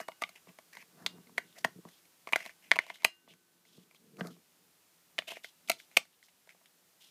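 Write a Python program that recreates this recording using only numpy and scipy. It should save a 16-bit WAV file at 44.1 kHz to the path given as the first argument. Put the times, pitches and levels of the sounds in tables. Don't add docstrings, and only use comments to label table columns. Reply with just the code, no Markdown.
import sys
import numpy as np
from scipy import signal
from scipy.fft import rfft, irfft, next_fast_len
from scipy.io import wavfile
from scipy.ndimage import map_coordinates

SR = 44100
rng = np.random.default_rng(int(sys.argv[2]) if len(sys.argv) > 2 else 0)


def bounce(signal):
    frames = np.transpose(np.atleast_2d(signal))
    limited = np.clip(frames, -1, 1)
    pcm = np.round(limited * 32767).astype(np.int16)
    wavfile.write(sys.argv[1], SR, pcm)


def gain_from_decibels(decibels):
    exponent = np.asarray(decibels, float) / 20
    return 10 ** exponent


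N = 313196

# pitch in Hz, width in Hz, level in dB.
BAY_MODES = [(665, 100, 0), (940, 150, -4), (1150, 120, -2)]
# pitch in Hz, width in Hz, level in dB.
SHELL_MODES = [(1430, 230, -9.5), (2053, 210, 1), (2470, 1400, -8.5), (3000, 1100, -6)]
# pitch in Hz, width in Hz, level in dB.
RIM_MODES = [(4060, 570, 0.5), (4900, 1400, -3.5), (5800, 200, -3.5), (6310, 310, -2), (8300, 4700, -7),
             (11080, 2600, -6), (13800, 2700, -12.5)]
# pitch in Hz, width in Hz, level in dB.
BENCH_MODES = [(120, 50, -13), (177, 20, 0), (250, 30, -7), (320, 60, -12), (450, 60, -12)]
# start in seconds, peak in dB, shell ring in Hz,
# bay knock in dB, rim snap in dB (both against the shell ring).
SNAPS = [(0.2202, -24, 1203, -3, -5.5), (0.2375, -20.5, 2230, -17, -38), (1.063, -16, 3620, -29, -9),
         (1.3805, -17, 2050, -10.5, -17), (1.6466, -15, 1900, -4, -10), (2.3329, -11.5, 2440, -9.5, -16.5),
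         (2.359, -15, 2044, -6.5, -11.5), (2.7157, -5, 2155, -14.5, -23), (2.7582, -25.5, 2599, -4.5, -9),
         (2.7646, -29, 2580, 2, -12), (2.789, -9, 2120, -13, -21), (2.9012, -25, 2120, -7, -22.5),
         (3.045, -26, 2895, -7, 9), (3.0476, -3, 2580, -11.5, -6.5), (4.209, -25.5, 1580, -3, -39),
         (5.1824, -22.5, 2300, -16, -11), (5.188, -14, 3020, -17, -22.5), (5.445, -31, 2060, -12.5, -8.5),
         (5.697, -18.5, 2600, -7.5, 4.5), (5.7, -15, 2240, -6, -1.5), (5.7163, -23.5, 2542, -39, 2.5),
         (5.968, -13.5, 2700, -15, -4.5), (5.9708, -20.5, 3440, 1.5, 3), (5.9707, -6, 2470, -29, -6.5)]
# start in seconds, peak in dB, bay knock in dB, rim snap in dB.
TAPS = [(.0014, -34, 2, -7), (.0852, -35, 7, -6.5), (.1186, -44, -10, -19), (.5871, -43, -0.5, -4.5),
        (.7699, -36.5, -7.5, -11), (1.644, -30, -30, -7.5), (2.2726, -34.5, 2, -11), (2.2894, -40, -3, -7),
        (2.3244, -30, -0.5, -2.5), (2.4049, -33.5, -14, -17), (2.4534, -38.5, -8.5, -3.5),
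        (2.4618, -33, -7, -2), (2.4942, -39.5, -13, -10.5), (2.7116, -36, -13, -7),
        (2.7364, -28.5, -14, -13), (2.8654, -44.5, 0.5, 2), (2.9569, -41.5, -27, -3),
        (3.0334, -44, 2.5, -1), (4.2704, -44.5, -14.5, 6.5), (5.2214, -40, -6.5, -17),
        (5.2904, -43.5, -18, 3.5), (5.3014, -52.5, 1, -2), (5.3193, -36.5, 0.5, -5.5),
        (5.3692, -38, -.5, -22), (5.6864, -36.5, -15, 1), (5.8007, -42, -25, -4), (6.2278, -46.5, -34, -7),
        (6.4737, -53, 2, -4), (6.4921, -41.5, -24, -7), (6.6583, -50.5, -26, -1.5)]
# start in seconds, peak in dB.
TICKS = [(0.0825, -42), (2.8978, -40.5), (2.985, -54), (.2913, -44), (.7319, -46.5), (.7514, -44.5),
         (.825, -47), (1.0634, -29.5), (1.271, -55.5), (1.3765, -41.5), (1.8874, -50), (2.0537, -58),
         (2.3901, -45), (3.0215, -41.5), (3.3369, -48), (3.6522, -55), (3.911, -50.5), (3.9469, -51.5),
         (4.1691, -50.5), (5.2804, -46), (5.914, -53.5), (6.0529, -53.5), (6.2841, -55)]
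# start in seconds, thud in dB, bay knock in dB over the thud.
BUMPS = [(.4714, -51.5, 0.5), (1.1824, -59.5, 8), (1.2941, -51, -2.5), (1.6463, -32.5, 2),
         (1.7556, -42, -34), (1.8512, -40.5, -2.5), (3.2765, -58.5, 12.5), (3.7785, -41.5, -14.5),
         (4.1899, -37, -8), (4.2092, -24, -30), (4.2494, -33, -4.5), (6.5474, -70.5, 16.5),
         (6.6124, -77, 19.5), (4.365, -52.5, -4)]
# start in seconds, main pitch in Hz, ring in dB, hum in dB.
PLUCKS = [
    (0.001, 2879, -57.5, -75),
    (0.086, 2879, -62, -76),
    (1.063, 2814, -56, -78),
    (1.381, 2816, -63, -75),
    (2.359, 2814, -63, -77),
    (2.789, 2937, -50, -74),
    (3.049, 2814, -39.5, -68.5),
]
# share of the main pitch, level in dB, time to fall 60 dB in seconds.
SPRING_RING = [(.675, -22, .5), (.893, -14, .2), (1, 0, .3), (1.046, -11, .21), (1.5, -20, .3),
               (1.81, -20, .28)]
# pitch in Hz, level in dB, time to fall 60 dB in seconds.
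SPRING_HUM = [(342, -4, 4.5), (1518, 0, 2.6)]
# start in seconds, length in seconds, level in dB,
# centre pitch in Hz, bay creak in dB.
STROKES = [(0, 0.032, -45, 1600, -11), (.213, 0.024, -44.5, 2400, -35), (.24, 0.1, -67, 2530, -18),
           (.352, .035, -56, 2400, -7.5), (.474, 0.042, -61.5, 2330, -10), (.725, .049, -58.5, 1890, -14),
           (.772, 0.06, -55.5, 2200, -15), (.962, 0.17, -68, 1455, -1), (1.554, 0.052, -55.5, 1985, -2.5),
           (2.273, 0.026, -51.5, 1962, -12), (2.365, 0.12, -52.5, 2330, -10), (2.444, .076, -56, 2314, -17),
           (2.62, 0.085, -63.5, 2409, -15.5), (2.722, 0.074, -51, 2356, -10),
           (2.802, 0.14, -53, 2487, -6.5), (2.994, .056, -57, 2280, -11), (3.276, 0.067, -58.5, 3000, -9),
           (4.178, 0.13, -53, 1235, -1), (5.27, 0.077, -43, 2840, -8.5), (5.353, 0.033, -49, 2420, -31),
           (5.716, 0.03, -46.5, 3600, -13), (5.91, 0.07, -67, 2440, -23), (6.488, 0.04, -58, 2286, -14),
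           (6.285, 0.011, -59, 2720, -23.5)]
# start in seconds, length in seconds, level in dB, airy fizz in dB.
SLIDES = [(1.445, 0.17, -72.5, -9), (1.582, .028, -68, 18), (1.869, 0.14, -73.5, 2.5),
          (2.935, 0.045, -55, -2), (3.65, 0.2, -69, 2), (3.945, .042, -68, -3), (4.30, 0.063, -65, 1),
          (5.43, 0.067, -55.5, -1), (5.674, 0.0252, -52.5, -1.5), (5.78, 0.072, -64, 2),
          (6.123, 0.047, -71, -11.5), (6.232, 0.032, -67, 10), (6.655, 0.017, -60.5, -9),
          (7.001, 0.1, -61.5, 0.5)]
# frequency in Hz, level in dB per Hz.
SKIN_FIZZ = [(1500, -32.5), (3000, -6), (5000, 4.5), (9000, -3.5), (14000, -6), (16000, -18)]
# loudest moment in seconds, length in seconds,
# bench rumble in dB, casing creak in dB.
SHIFTS = [(0.001, 0.037, -50, -69), (0.106, .08, -68.5, -65), (.25, 0.29, -75, -60),
          (0.485, 0.086, -59.5, -53), (0.78, .2, -66.5, -75), (1.036, 0.25, -51, -52),
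          (1.153, 0.23, -52, -57), (1.37, 0.59, -58, -77), (1.665, 0.21, -54, -71),
          (1.776, 0.077, -54, -65), (1.864, 0.082, -54.5, -51), (2.324, 0.26, -67.5, -74),
          (2.473, 0.14, -69, -71), (2.758, 0.21, -54, -67.5), (2.9, 0.23, -68, -55), (3.053, .08, -50, -72),
          (3.31, 0.33, -60, -85), (3.562, 0.43, -70.5, -84), (3.938, 0.14, -66.5, -86),
          (4.37, .1, -55.5, -75), (3.777, 0.35, -59, -65), (4.072, .2, -56, -77), (4.238, 0.24, -41, -71),
          (4.63, 0.4, -68.5, -79), (5.184, .3, -64.5, -71), (5.33, .2, -66, -74), (5.72, 0.18, -56, -81),
          (5.989, 0.12, -61, -67)]
# frequency in Hz, time to fall 60 dB in seconds.
ROOM_DECAY = [(200, 0.07), (1000, 0.17), (3000, .165), (6000, 0.19), (12000, .11)]
# frequency in Hz, level in dB.
ROOM_COLOUR = [(200, 0.5), (800, -1), (1500, 0), (2400, -4), (3800, 0.5), (8000, 1)]
# frequency in Hz, level in dB per Hz.
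HISS = [(15, -74), (25, -33), (55, -33.5), (87, -8.5), (134, -16.5), (170, -1.5), (212, -12), (249, -7.5),
        (2160, -11), (2990, -11), (13200, -13), (14800, -12.5), (16000, -17)]
# frequency in Hz, level in dB.
MIC_TOP = [(15000, 1), (15500, -13.5), (16400, -22.5), (16700, -61)]

THIRD_CELL_S = 5.1
SNAP_THUD_DB, TAP_THUD_DB = -40, -25
TAP_RING_HZ, TAP_RING_SPREAD = 2150, .05
TICK_KNOCK_DB, TICK_RIM_DB, TICK_THUD_DB = -8.5, -2, -19.5
BUMP_SHELL_DB, BUMP_RIM_DB = -9, -8
STROKE_FIZZ_DB, SLIDE_HZ, SLIDE_CREAK_DB = -6, 3290, -22
SHIFT_RISE, SHIFT_FADE_DB = 0.56, 18.5
REST_RUMBLE_DB, REST_CREAK_DB = -81, -83.5
HISS_DB, ROOM_DB = -67.5, -18.5


def along(points, hz):
    f, v = np.transpose(points)
    return np.interp(np.log(hz + 1), np.log(f + 1), v)


def unit(x):
    return x / np.sqrt(np.mean(x ** 2) + 1e-20)


def peak(x):
    return x / np.abs(x).max()


def filtered(x, response):
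    m = next_fast_len(x.shape[-1] + 8192)
    spectrum = rfft(x, m) * response(np.fft.rfftfreq(m, 1 / SR))
    return irfft(spectrum, m)[..., :x.shape[-1]]


def body(modes):
    def response(f):
        total = 0
        for k, (hz, width, db) in enumerate(modes):
            ring = 1j * f * width / (hz * hz - f * f + 1j * f * width)
            total = total + (-1) ** k * gain_from_decibels(db) * ring
        return total
    return response


def dull(modes, top_hz):
    return lambda f: body(modes)(f) / (1 + 1j * f / top_hz) ** 2


def chatter(t, t60, rattle):
    force = rattle * rng.standard_normal(len(t)) ** 3 * gain_from_decibels(-60 * t / t60)
    force[0] = 1
    return force


def contacts():
    def ring_hz():
        return TAP_RING_HZ * np.exp(TAP_RING_SPREAD * rng.standard_normal())

    rows = [(*row, SNAP_THUD_DB) for row in SNAPS]
    for s, db, knock_db, rim_db in TAPS:
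        rows.append((s, db, ring_hz(), knock_db, rim_db, TAP_THUD_DB))
    for s, db in TICKS:
        rows.append((s, db, ring_hz(), TICK_KNOCK_DB, TICK_RIM_DB, TICK_THUD_DB))
    for s, thud_db, knock_db in BUMPS:
        shell_db = thud_db + knock_db + BUMP_SHELL_DB
        rows.append((s, shell_db, ring_hz(), -BUMP_SHELL_DB, BUMP_RIM_DB, thud_db - shell_db))
    return rows


def hits():
    out, t = np.zeros(N + SR), np.arange(SR // 12) / SR
    for s, db, ring_hz, knock_db, rim_db, thud_db in contacts():
        force = chatter(t, t60=.03, rattle=.014)
        grip = rng.normal(0, 2.2, 4)
        shell = [(hz, width, level + change - 5) for (hz, width, level), change in zip(SHELL_MODES, grip)
                 if abs(hz - ring_hz) > 150]
        shell.append((ring_hz, 330 * (ring_hz / 2200) ** 2, 1))
        muffle_db = 6 * (s > THIRD_CELL_S)
        bay = [(340.2, 650, -14.5)]
        for (hz, width, level), change in zip(BAY_MODES, grip):
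            bay.append((hz, width, level + change - muffle_db * (hz > 800)))
        sound = peak(filtered(force, dull(sorted(shell), top_hz=4000)))
        sound += gain_from_decibels(knock_db) * peak(filtered(force, dull(bay, top_hz=1940)))
        sound += gain_from_decibels(rim_db) * peak(filtered(chatter(t, t60=0.021, rattle=0.13), body(RIM_MODES)))
        sound += gain_from_decibels(thud_db) * peak(filtered(force, dull(BENCH_MODES, top_hz=500)))
        out[round(s * SR):][:len(t)] += gain_from_decibels(db) * sound
    return out[:N]


def springs():
    out = np.zeros(N)
    stops = [row[0] for row in PLUCKS[1:]] + [N / SR]
    for (s, main_hz, ring_db, hum_db), stop in zip(PLUCKS, stops):
        first, last = round(s * SR), round(stop * SR)
        t = np.arange(last - first) / SR
        modes = [(share * main_hz, ring_db + db, t60) for share, db, t60 in SPRING_RING]
        modes += [(hz, hum_db + db, t60) for hz, db, t60 in SPRING_HUM]
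        out[first:last] = sum(gain_from_decibels(db - 60 * t / t60) * np.sin(2 * np.pi * hz * t) for hz, db, t60 in modes)
    return out


def slips(size, rate, spread_db):
    fires = rng.random(size) < rate / SR
    grains = fires * rng.standard_normal(size) * gain_from_decibels(spread_db * rng.exponential(1, size))
    return unit(unit(grains) + 1.3 * rng.standard_normal(size))


def wobble(rate):
    knots = rng.standard_normal(int(N * rate / SR) + 4)
    return map_coordinates(knots, [np.arange(N) * rate / SR])


def strokes():
    rows = [(*row, STROKE_FIZZ_DB) for row in STROKES]
    for s, length, db, fizz_db in SLIDES:
        rows.append((s, length, db, SLIDE_HZ, SLIDE_CREAK_DB, fizz_db))
    return rows


def rubs():
    out, t = np.zeros(N + SR), np.arange(SR // 5) / SR
    clumps = gain_from_decibels(2.8 * wobble(110))
    for start, length, db, centre_hz, creak_db, fizz_db in strokes():
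        swell = t / (.003 + .12 * length)
        lift_off = (length - t) / .05 + .45
        stroke = np.clip(np.minimum(swell, lift_off), 0, 1) * gain_from_decibels(-6 * t / length)
        force = slips(len(t), rate=1500, spread_db=1.5)

        def casing(f):
            rubbed_spot = body([(centre_hz, .5 * centre_hz, 0)])(f) ** 2
            return rubbed_spot * (1 + 0.5 * np.abs(body(SHELL_MODES)(f)))

        sound = unit(filtered(force, casing))
        sound += gain_from_decibels(creak_db) * unit(filtered(force, dull(BAY_MODES[:1], top_hz=895)))
        sound += gain_from_decibels(fizz_db) * unit(filtered(force, lambda f: gain_from_decibels(along(SKIN_FIZZ, f))))
        out[round(start * SR):][:len(t)] += gain_from_decibels(db) * stroke * sound
    return out[:N] * clumps


def hands():
    t = np.arange(N) / SR - .012
    creak_db = np.full(N, REST_CREAK_DB, float)
    rumble_db = np.full(N, REST_RUMBLE_DB, float)
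    for s, length, bench_db, casing_db in SHIFTS:
        before, after = (s - t) / SHIFT_RISE, (t - s) / (1 - SHIFT_RISE)
        away_db = SHIFT_FADE_DB * np.maximum(before, after) / length
        creak_db = np.maximum(creak_db, casing_db - away_db)
        rumble_db = np.maximum(rumble_db, bench_db - away_db)
    creak = unit(filtered(slips(N, rate=2600, spread_db=2.5), body(BAY_MODES)))
    rumble = unit(filtered(slips(N, rate=180, spread_db=-3.5), dull(BENCH_MODES, top_hz=730)))
    return gain_from_decibels(creak_db - 12.5) * creak + gain_from_decibels(rumble_db - 0.5) * rumble


def room(x, step=SR // 4):
    out = np.zeros(N + SR)
    for i in range(0, N, step):
        hz, t, z = signal.stft(rng.standard_normal(SR // 3), SR, nperseg=256)
        fade = gain_from_decibels(-60 * t / along(ROOM_DECAY, hz)[:, None])
        tail = signal.istft(z * fade, SR, nperseg=256)[1]
        delayed = np.pad(tail / np.linalg.norm(tail), (250, 0))
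        wet = signal.fftconvolve(x[i:i + step], delayed)
        out[i:i + len(wet)] += wet
    return out[:N]


def background_hiss():
    return unit(filtered(rng.standard_normal(N), lambda f: gain_from_decibels(along(HISS, f))))


def scene():
    def airborne(f):
        return (1j * f / (110 + 1j * f)) ** 3

    near = filtered(hits() + rubs() + hands(), airborne)
    echo = room(filtered(near, lambda f: gain_from_decibels(along(ROOM_COLOUR, f))))
    mix = near + springs() + gain_from_decibels(ROOM_DB) * echo + gain_from_decibels(HISS_DB) * background_hiss()
    return mix[None]


def roll_off(x):
    return signal.sosfilt(signal.butter(12, 16470, fs=SR, output="sos"), x)


def record(dry):
    over = np.maximum(np.abs(dry[0]) - .15, 0)
    keep = np.exp(-1 / (1.1 * SR))
    load = signal.lfilter([.3], [1, -keep], over)
    duck_db = signal.lfilter([.001], [1, .001 - 1], 9 * np.tanh(load / 9))
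    heard = filtered(dry * gain_from_decibels(-duck_db), lambda f: gain_from_decibels(along(MIC_TOP, f)))
    return roll_off(heard)


dry = scene()
out = record(dry)
bounce(out)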